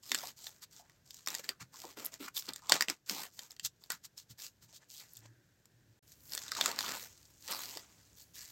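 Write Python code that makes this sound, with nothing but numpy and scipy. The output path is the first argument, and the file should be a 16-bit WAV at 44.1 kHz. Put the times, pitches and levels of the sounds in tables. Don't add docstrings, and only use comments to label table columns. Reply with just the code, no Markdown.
import sys
import numpy as np
from scipy import signal
from scipy.fft import rfft, irfft, next_fast_len
from scipy.io import wavfile
from scipy.ndimage import uniform_filter1d

SR = 44100
rng = np.random.default_rng(int(sys.argv[2]) if len(sys.argv) > 2 else 0)


def master_out(mix):
    frames = np.transpose(np.atleast_2d(mix))
    ceiling = np.clip(frames, -1, 1)
    pcm = np.round(ceiling * 32767).astype(np.int16)
    wavfile.write(sys.argv[1], SR, pcm)


N = 375291
TIME = np.arange(N) / SR
GAP_START, GAP_END = 5.992, 6.026
CUTOFF_HZ = 16100


def from_db(db):
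    return 10 ** (np.asarray(db) / 20)


def rms_one(x):
    return x / np.sqrt(np.mean(x ** 2) + 1e-20)


def in_time(rows):
    times, *columns = np.transpose(rows)
    return [np.interp(TIME, times, column) for column in columns]


def band(x, low, high, order=2):
    return signal.sosfilt(signal.butter(order, [low, high], "band", fs=SR, output="sos"), x)


def peak_at(x, hz, q):
    return signal.lfilter(*signal.iirpeak(hz, q, fs=SR), x)


def coloured(x, points, size=2048):
    hz, db = np.transpose(points)
    grid = np.maximum(np.fft.rfftfreq(size, 1 / SR), 1)
    spectrum = from_db(np.interp(np.log(grid), np.log(hz), db))
    cepstrum = irfft(np.log(spectrum))
    cepstrum[1:size // 2] *= 2
    cepstrum[size // 2 + 1:] = 0
    response = irfft(np.exp(rfft(cepstrum)))
    return signal.fftconvolve(x, response)[:len(x)]


def drift(rate):
    knots = rng.standard_normal(int(N / SR * rate) + 2)
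    return rms_one(np.interp(TIME * rate, np.arange(len(knots)), knots))


def add(out, s, sound):
    start = max(int(s * SR), 0)
    out[start:start + len(sound)] += sound[:N - start]


# t/s, level/dB
AIR_LEVEL = [(0, -72), (2.7, -71), (3.0, -77), (3.3, -73.5), (5.9, -72), (6.1, -70), (8.5, -70)]
# f/Hz, level/dB
AIR_SPECTRUM = [(18, -36.5), (30, -6), (138, 2.5), (221, -5.5), (632, -12.5), (801, -17.5), (988, -18),
                (1250, -22), (1590, -13.5), (2060, -20.5), (7090, -20.5), (9970, -31), (14400, -24.5),
                (16000, -31.5)]


def room_air():
    air = rms_one(coloured(rng.standard_normal(N), AIR_SPECTRUM))
    return from_db(in_time(AIR_LEVEL)[0]) * air


# f/Hz, rms level before the common trim/dB
DRONE_LINES = [(70.0, -76), (102.3, -75.5), (134.6, -109.5)]
# f/Hz, level/dB
DRONE_SPECTRUM = [(50, -12), (100, -2), (170, -9.5), (300, 14.5), (450, -24), (1000, -6), (3000, -4.5)]


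def drone(noise_db=-74, lines_db=-1):
    sound = from_db(noise_db) * rms_one(coloured(rng.standard_normal(N), DRONE_SPECTRUM))
    for hz, db in DRONE_LINES:
        phase = 2 * np.pi * hz * TIME + .4 * drift(1.8)
        sound += from_db(db + lines_db) * np.sqrt(2) * np.sin(phase)
    return sound * (TIME > GAP_START)


def kitchen(x, wet_db, t60=0.085, wall_hz=6000, delay_s=.004, size=14000):
    t = TIME[:size]
    build_up = 1 - np.exp(-(t / delay_s) ** 2)
    tail = rng.standard_normal(size) * from_db(-60 * t / t60) * build_up
    tail = signal.lfilter(*signal.butter(1, wall_hz, fs=SR), tail)
    tail /= np.sqrt(np.sum(tail ** 2))
    return x + from_db(wet_db) * signal.fftconvolve(x, tail)[:N]


# t/s, level of the lower rumble/dB
SLIDE_LEVEL = [(5.12, -83.5), (5.19, -63.5), (5.33, -62), (5.45, -72.5), (5.65, -85), (5.78, -67),
               (5.91, -68.5), (6.02, -94)]


def slide(upper_db=-12, grit_db=-12):
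    friction = rng.standard_normal(N)
    level = from_db(in_time(SLIDE_LEVEL)[0])
    rumble = rms_one(band(friction, 110, 120)) + from_db(upper_db) * rms_one(band(friction, 275, 350))
    smooth_level = uniform_filter1d(level, size=16000)
    scrape = from_db(grit_db) * rms_one(band(friction, 1430, 1900)) * smooth_level
    return level * rumble + scrape


def soft_blows(rows, level_db, rise_s, width, size=12000):
    out, t = np.zeros(N), TIME[:size]
    for s, db, hz, decay in rows:
        push = (1 - np.exp(-t / rise_s)) * np.exp(-t / decay)
        thud = band(rng.standard_normal(size) * push, hz / width, hz * width)
        add(out, s - rise_s, from_db(db + level_db) * thud / np.abs(thud).max())
    return out


# t/s, peak level before the common trim/dB, f/Hz, decay/s
PAT_BLOWS = [(0.11, -44, 292, 0.028), (1.493, -46, 357, 0.014), (1.613, -47, 120, 0.015),
             (1.844, -43, 354, 0.025), (1.974, -43, 327, 0.027), (2.202, -38.5, 300, 0.027),
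             (2.484, -43.5, 238, 0.02), (2.885, -39, 276, 0.013), (3.106, -40, 251, 0.037),
             (3.624, -52.5, 110, 0.028), (3.919, -57, 139, 0.02), (4.303, -49, 127, 0.02),
             (4.614, -58.5, 107.4, 0.034), (6.679, -38, 503.5, 0.018), (7.76, -46, 369, 0.021)]


def pats():
    return soft_blows(PAT_BLOWS, level_db=-1.5, rise_s=0.0049, width=1.35)


# t/s, peak level before the common trim/dB, f/Hz, decay/s
PANEL_FLEXES = [(0.119, -31, 1860, .012), (0.233, -33.5, 800, 0.0043), (0.795, -48, 790, 0.025),
                (1.44, -38.5, 1540, 0.011), (1.51, -44, 1350, 0.016), (1.74, -46, 990, 0.017),
                (1.838, -37, 860, 0.016), (2.279, -36.5, 1180, 0.0034), (2.62, -48.5, 1040, 0.12),
                (2.696, -25, 936, 0.0088), (2.75, -32, 1000, 0.025), (3.904, -33, 1540, 0.015),
                (4.945, -46, 3700, .02), (5.005, -46.5, 2150, 0.026), (6.519, -25, 1420, 0.0037),
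                (6.563, -34, 1230, 0.014), (6.586, -29.5, 900, 0.016), (6.658, -22.5, 1200, 0.0082),
                (6.838, -31, 1250, 0.0075), (7.485, -41.5, 543, 0.05), (8.36, -49.5, 1900, 0.16)]


def flexes():
    return soft_blows(PANEL_FLEXES, level_db=-4.5, rise_s=.001, width=1.17)


# t/s, peak level/dB
CLING_RELEASES = [(2.0488, -24), (2.0563, -26), (2.0628, -16.5), (2.3795, -25), (2.696, -22), (3.9197, -26),
                  (5.1353, -35.5), (5.169, -38), (7.5109, -24)]


def unsticks(low_hz=10500, decay_s=0.00054, size=512):
    out = np.zeros(N)
    for s, db in CLING_RELEASES:
        burst = rng.standard_normal(size) * np.exp(-TIME[:size] / decay_s)
        click = band(burst, low_hz, CUTOFF_HZ)
        add(out, s, from_db(db) * click / np.abs(click).max())
    return out


# lower f/Hz, upper f/Hz
FILM_BANDS = [(110, 2100), (2450, 9200), (10000, 17000)]
# f/Hz, level/dB
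RUSTLE_SPECTRUM = [(80, -20.5), (160, -11.5), (280, -8.5), (550, -8.5), (900, -5), (1700, -6), (2500, -3.5),
                   (4300, 7), (5800, 5.5), (7300, 6), (8500, 0), (9800, -12), (12400, 0), (16000, -4)]


def crackle(per_s, spread_db, friction_db, clump_db):
    sizes = from_db(spread_db * np.minimum(rng.exponential(1, N), 4)) * rng.choice([-1, 1], N)
    grains = rms_one(sizes * (rng.random(N) < per_s / SR))
    friction = from_db(friction_db) * rng.standard_normal(N)
    clumps = from_db(clump_db * drift(250))
    sheet = coloured((grains + friction) * clumps, RUSTLE_SPECTRUM)
    return [rms_one(band(sheet, *edges, order=4)) for edges in FILM_BANDS]


# t at the loudest/s, rise/s, fall/s, crackle level before the common trim/dB,
# body level re crackle/dB, sizzle level re crackle/dB
FINGER_WIPES = [(0.637, 0.014, 0.0083, -46.5, -11, -6), (1.609, 0.0067, 0.022, -48, -0.5, -9.5),
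                (2.284, 0.0095, 0.0061, -52, 6, -3), (3.658, 0.013, 0.011, -32.5, -18, -6),
                (3.91, 0.0069, 0.031, -42, -2, -6.5), (4.05, 0.0093, 0.012, -46.5, -13, -5.5),
                (4.181, 0.0088, 0.031, -50.5, -18, -7.5), (4.311, 0.012, 0.014, -51.5, -15, -5.5),
                (4.631, 0.012, 0.025, -58.5, -10, -5), (4.762, 0.02, 0.016, -51.5, -22, -8)]


def wipes(level_db=-2.0, shape=1.54):
    out = np.zeros(N)
    body, middle, sizzle = crackle(per_s=5000, spread_db=3, friction_db=0, clump_db=1.5)
    body = rms_one(band(body, 970, 3000))
    for s, rise, fall, db, body_db, sizzle_db in FINGER_WIPES:
        near = np.abs(TIME - s) < .15
        t = TIME[near] - s
        swell = np.exp(-np.abs(t / np.where(t < 0, rise, fall)) ** shape)
        mix = from_db(body_db) * body[near] + middle[near] + from_db(sizzle_db) * sizzle[near]
        out[near] += from_db(db + level_db) * swell * mix
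    return out


# level/dB of body, crackle, sizzle
SETTLING_LEVELS = [-92, -86, -95]
# start t/s, length/s, crackle level/dB, swell from start to end/dB,
# body level re crackle/dB, sizzle level re crackle/dB
HAND_STROKES = [(0.018, .09, -53.5, 10, -12.5, -7), (0.102, 0.19, -49.5, 1, -5.5, -4.5),
                (0.357, 0.13, -55.5, 7, -11, -6), (0.494, .09, -65, -7, -5.5, -7),
                (0.704, 0.1, -59.5, -3.5, -11, -8), (0.833, 0.14, -76, -5, 1.5, -12),
                (1.043, 0.15, -63, 9.5, -14, -10), (1.17, 0.072, -66, -3, -10, -9),
                (1.259, 0.14, -50.5, -2.5, -1.5, -6.5), (1.428, 0.033, -52.5, -6, -2, -8),
                (1.479, .015, -51, -1.5, 4, -4), (1.717, .105, -57.5, 9.5, -6, -6),
                (1.828, 0.093, -57, -3, -2.5, -6), (1.961, .115, -54.5, -4.5, 2, -4),
                (2.111, 0.037, -54.5, -2.5, -2, -8.5), (2.193, 0.059, -49, -3, 0.5, -5),
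                (2.337, 0.045, -47, 13.5, -13, -0.5), (2.393, 0.1, -57.5, 2, -9.5, -6),
                (2.473, 0.014, -51.5, 3, 10, -5), (2.532, 0.064, -63, -2, -2, -9),
                (2.608, 0.074, -63, 8, -2.5, -14), (2.684, 0.071, -40.5, 7, 0.5, -10),
                (2.788, 0.037, -51, 9, 3.5, -5), (2.875, 0.035, -48, 4, 1, -9),
                (3.053, .03, -58.5, 9.5, -12.5, -8), (3.082, 0.17, -44.5, -4.5, -4.5, -5),
                (3.311, .06, -64, 6, -15, -5), (3.372, 0.092, -55.5, -10, -6.5, -6.5),
                (3.491, 0.032, -62, 2, -5, -7), (3.584, 0.022, -64, 2, -12, -11),
                (3.798, 0.065, -68.5, 3.5, -7, -7), (4.378, 0.09, -50.5, -2, -12, -5.5),
                (4.674, 0.062, -67.5, 2.5, -3.5, -12), (4.798, 0.042, -67.5, -6, 1.5, -16),
                (4.884, 0.12, -54.5, 6.5, -21, -5), (4.991, .075, -58, -15, -5.5, -8),
                (5.073, 0.12, -64.5, 3.5, -15.5, -4), (5.204, 0.056, -67.5, 7.5, 1.5, -17),
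                (6.061, .07, -65, 9, -14, -4), (8.156, 0.074, -61, 1, -14, -1.5),
                (8.335, 0.17, -53, -5.5, -15.5, -5)]
# t/s, crackle level/dB, body level re crackle/dB,
# sizzle level re crackle/dB
LONG_PULLS = [
    [(6.16, -77.5, -15.5, 3), (6.346, -53, -4, 2.5), (6.5, -53.5, -5, -16), (6.663, -39, 0.5, -8.5),
     (6.777, -54, 3.5, -12), (6.795, -42.5, -8.5, -8), (6.89, -44, 1.5, -8.5), (7.02, -49.5, -4.5, -1.5),
     (7.14, -66, -6, -9), (7.38, -68, -14, -7.5)],
    [(7.4, -68, -16, -4), (7.507, -41.5, -4.5, -8), (7.61, -49, -4, -1), (7.77, -49.5, -7.5, -7),
     (7.87, -66, -2, -16), (8.32, -74, -12.5, -7.5)],
]
ATTACK_S, LEAD_IN_S, RELEASE_DB_PER_S = .009, 0.0037, 540


def handling():
    power = np.outer(from_db(SETTLING_LEVELS) ** 2, np.ones(N))
    for start, length, db, swell_db, body_db, sizzle_db in HAND_STROKES:
        near = (TIME > start - .1) & (TIME < start + length + .2)
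        t = TIME[near] - start
        swell = swell_db * (np.clip(t / length, 0, 1) - .5)
        release = RELEASE_DB_PER_S * np.maximum(t - length, 0)
        hold = 1 / (1 + np.exp((ATTACK_S - t) / LEAD_IN_S))
        gain = from_db(db + swell - release) * hold
        power[:, near] += np.outer(from_db([body_db, 0, sizzle_db]), gain) ** 2
    for pull in LONG_PULLS:
        db, body_db, sizzle_db = in_time(pull)
        outside_s = np.abs(TIME - np.clip(TIME, pull[0][0], pull[-1][0]))
        release = RELEASE_DB_PER_S * np.minimum(outside_s, 1)
        power += from_db(np.array([db + body_db, db, db + sizzle_db]) - release) ** 2
    return np.sqrt(power)


def shifting(x, low_hz, high_hz, patchy_db, rate=30, count=9):
    out = x.copy()
    for hz in np.geomspace(low_hz, high_hz, count):
        gain = rms_one(from_db(patchy_db * drift(rate)))
        out += peak_at(x, hz, 8) * (gain - 1)
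    return rms_one(out)


# f/Hz, level/dB
CREASE_SPECTRUM = [(80, -25.5), (200, -15), (500, -10), (1500, -5), (2300, -2.5), (3400, 1), (4800, 10),
                   (6200, 3.5), (7600, 5), (8700, -2), (9900, -14.5), (12400, -5.5), (16000, -8.5)]


def ticks(per_s=90, spread_db=7.5):
    sizes = from_db(spread_db * np.minimum(rng.exponential(1, N), 2.5)) * rng.choice([-1, 1], N)
    impulses = sizes * (rng.random(N) < per_s / SR)
    return rms_one(band(coloured(impulses, CREASE_SPECTRUM), 3500, 17000))


def rustle(body_trim_db=-2.0, crackle_trim_db=-2.0, sizzle_trim_db=-1, ticks_db=-6,
           firm_db=-52, gentle_db=-64, thinning=0.74):
    body_gain, gain, sizzle_gain = handling()
    body, middle, sizzle = crackle(per_s=1800, spread_db=4, friction_db=-4, clump_db=1.8)
    body = shifting(body, 520, 1800, patchy_db=4)
    middle = shifting(middle, 2700, 7500, patchy_db=3.5)
    db = 20 * np.log10(gain)
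    gentle = thinning * np.clip((db - firm_db) / (gentle_db - firm_db), 0, 1)
    sparse = crackle(per_s=900, spread_db=4, friction_db=-4, clump_db=1.8)[1]
    fine = rms_one(band(sparse, 5500, 8800))
    middle = np.sqrt(1 - gentle) * middle + np.sqrt(gentle) * fine
    bright = from_db(crackle_trim_db) * middle + from_db(ticks_db) * ticks()
    low = body_gain * from_db(body_trim_db) * body
    return low + gain * bright + sizzle_gain * from_db(sizzle_trim_db) * sizzle


# t/s, crackle level before trim/dB, body level re crackle before trim/dB,
# pitch f/Hz
CREASE_SNAPS = [(0.1174, -26, -5.5, 4230), (0.1463, -27, -6, 7100), (0.1522, -33, -3, 4330),
                (0.187, -38, -25, 5240), (0.4688, -39, -10, 3780), (0.897, -61, 0, 5660),
                (1.107, -45.5, -21, 5150), (1.144, -48.5, -19, 6940), (1.2618, -42.5, -30, 5630),
                (1.2735, -30.5, -5.5, 5630), (1.285, -35, -8, 7700), (1.3035, -39, -15, 6270),
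                (1.343, -41, -4, 7400), (1.3503, -32.5, -11, 7400), (1.4428, -46, -22, 5030),
                (1.491, -28.5, -8, 4560), (2.057, -41.5, -29, 7950), (2.1396, -45, -11, 6150),
                (2.367, -33.5, -26, 3420), (2.3757, -37.5, -12, 3330), (2.4231, -46.5, -15, 3900),
                (2.489, -36, -26, 3550), (2.535, -41, -26, 7600), (2.5606, -42, -13, 7860),
                (2.6955, -25.5, -16, 4660), (2.721, -14.5, -5, 3640), (2.8086, -23, -4, 5030),
                (2.823, -25.5, -4, 5460), (2.8843, -33.5, 0.5, 2530), (2.899, -27.5, -8, 5170),
                (3.091, -42.5, -14, 4900), (3.0963, -28.5, -11, 5800), (3.3918, -39, -10, 4600),
                (3.5077, -47, -30, 4930), (3.5175, -50.5, -31, 7200), (3.5649, -55.5, -10, 2800),
                (3.5965, -39.5, -14.5, 2750), (3.649, -32.5, -28, 7130), (3.8383, -50, -17, 4790),
                (3.903, -32, -7.5, 7360), (3.9194, -37.5, -17, 4730), (4.178, -44.5, -21, 5380),
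                (5.1703, -49.5, -30, 7150), (5.656, -60, -9, 7450), (6.3209, -40, -13, 5130),
                (6.3344, -35, -14, 4840), (6.35, -36, -11.5, 8700), (6.377, -33.5, -8, 4170),
                (6.418, -46.5, -6, 5600), (6.4812, -42.5, -18, 3800), (6.518, -32, -23, 4850),
                (6.5504, -38, -8, 4400), (6.568, -39.5, -6, 3900), (6.611, -23.5, -3, 4160),
                (6.6594, -24.5, -8, 7000), (6.715, -35.5, -6, 4430), (6.789, -27.5, -7, 4140),
                (6.8076, -34, -4, 4850), (6.8624, -38, -9, 3630), (7.484, -44, -1.5, 4800),
                (7.6353, -41.5, -12, 4200), (7.772, -37.5, -5, 5000)]
# f/Hz, relative level/dB
TAUT_FILM_MODES = [(540, -8.5), (830, -11), (1085, -1), (1475, -2), (1870, 7.5), (2605, -3.5), (3175, 4),
                   (3545, 9), (3860, -3.5), (4300, 1), (5100, -2), (7040, 3.5), (7760, -10.5)]
TYPICAL_SNAP_DB, TYPICAL_SNAP_HZ = -35, 5000
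SNAP_SIZZLE_DB, SIZZLE_DB_PER_OCTAVE, SIZZLE_LOSS_PER_DB = -10, 6.0, 0.12


def snaps(crack_s=0.00077, flutter_s=0.0037, flutter_db=-21, crack_db=-8, ring_db=-25, ring_s=0.0023,
          crease_db=6, crease_q=5.7, trims_db=(0, -0.5, 0), size=2048):
    out, t = np.zeros(N), TIME[:size]
    mode_hz, mode_db = np.transpose(TAUT_FILM_MODES)
    attack = int(.004 * SR)
    shake = from_db(crack_db) * np.exp(-t / crack_s) + from_db(flutter_db) * np.exp(-t / flutter_s)
    modes = np.sin(2 * np.pi * np.outer(mode_hz, t)) * np.exp(-t / ring_s)
    for s, db, body_db, hz in CREASE_SNAPS:
        pulse = shake * rng.standard_normal(size)
        pulse[0] = 1
        strengths = from_db(mode_db + ring_db) * rng.standard_normal(len(mode_hz))
        pulse += strengths @ modes
        pulse += from_db(crease_db) * peak_at(pulse, hz, crease_q)
        pulse = coloured(pulse, CREASE_SPECTRUM)
        sizzle_db = SNAP_SIZZLE_DB + SIZZLE_DB_PER_OCTAVE * np.log2(hz / TYPICAL_SNAP_HZ)
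        sizzle_db -= SIZZLE_LOSS_PER_DB * (db - TYPICAL_SNAP_DB)
        levels_db = (db + body_db, db, db + sizzle_db)
        for edges, level_db, trim_db in zip(FILM_BANDS, levels_db, trims_db):
            part = band(pulse, *edges, order=3)
            attack_rms = np.sqrt(np.mean(part[:attack] ** 2))
            add(out, s, part * from_db(level_db + trim_db) / attack_rms)
    return out


# f/Hz, level re the mid signal/dB
SIDE_SPECTRUM = [(30, -17.5), (150, -38), (1000, -43), (1900, -13.5), (3200, -38.5), (6000, -44),
                 (8600, -28.5), (9900, -7.5), (12000, -37)]


def stereo(mid):
    quadrature = signal.hilbert(coloured(mid, SIDE_SPECTRUM), next_fast_len(N))[:N].imag
    side = quadrature + from_db(-22.5) * band(mid, 1400, 1850)
    side += from_db(-90.0) * rms_one(band(rng.standard_normal(N), 1400, 2400))
    return np.array([mid + side, mid - side])


def scene():
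    sharp = kitchen(snaps() + unsticks(), wet_db=-16.5)
    soft = kitchen(rustle() + wipes() + pats() + flexes(), wet_db=-18.5)
    return stereo(room_air() + drone() + slide() + sharp + soft)


def record(dry):
    live = uniform_filter1d(1.0 * ((TIME < GAP_START) | (TIME > GAP_END)), size=128)
    low_pass = signal.ellip(10, .2, 80, CUTOFF_HZ, fs=SR, output="sos")
    return signal.sosfilt(low_pass, dry * live)


dry = scene()
out = record(dry)
master_out(out)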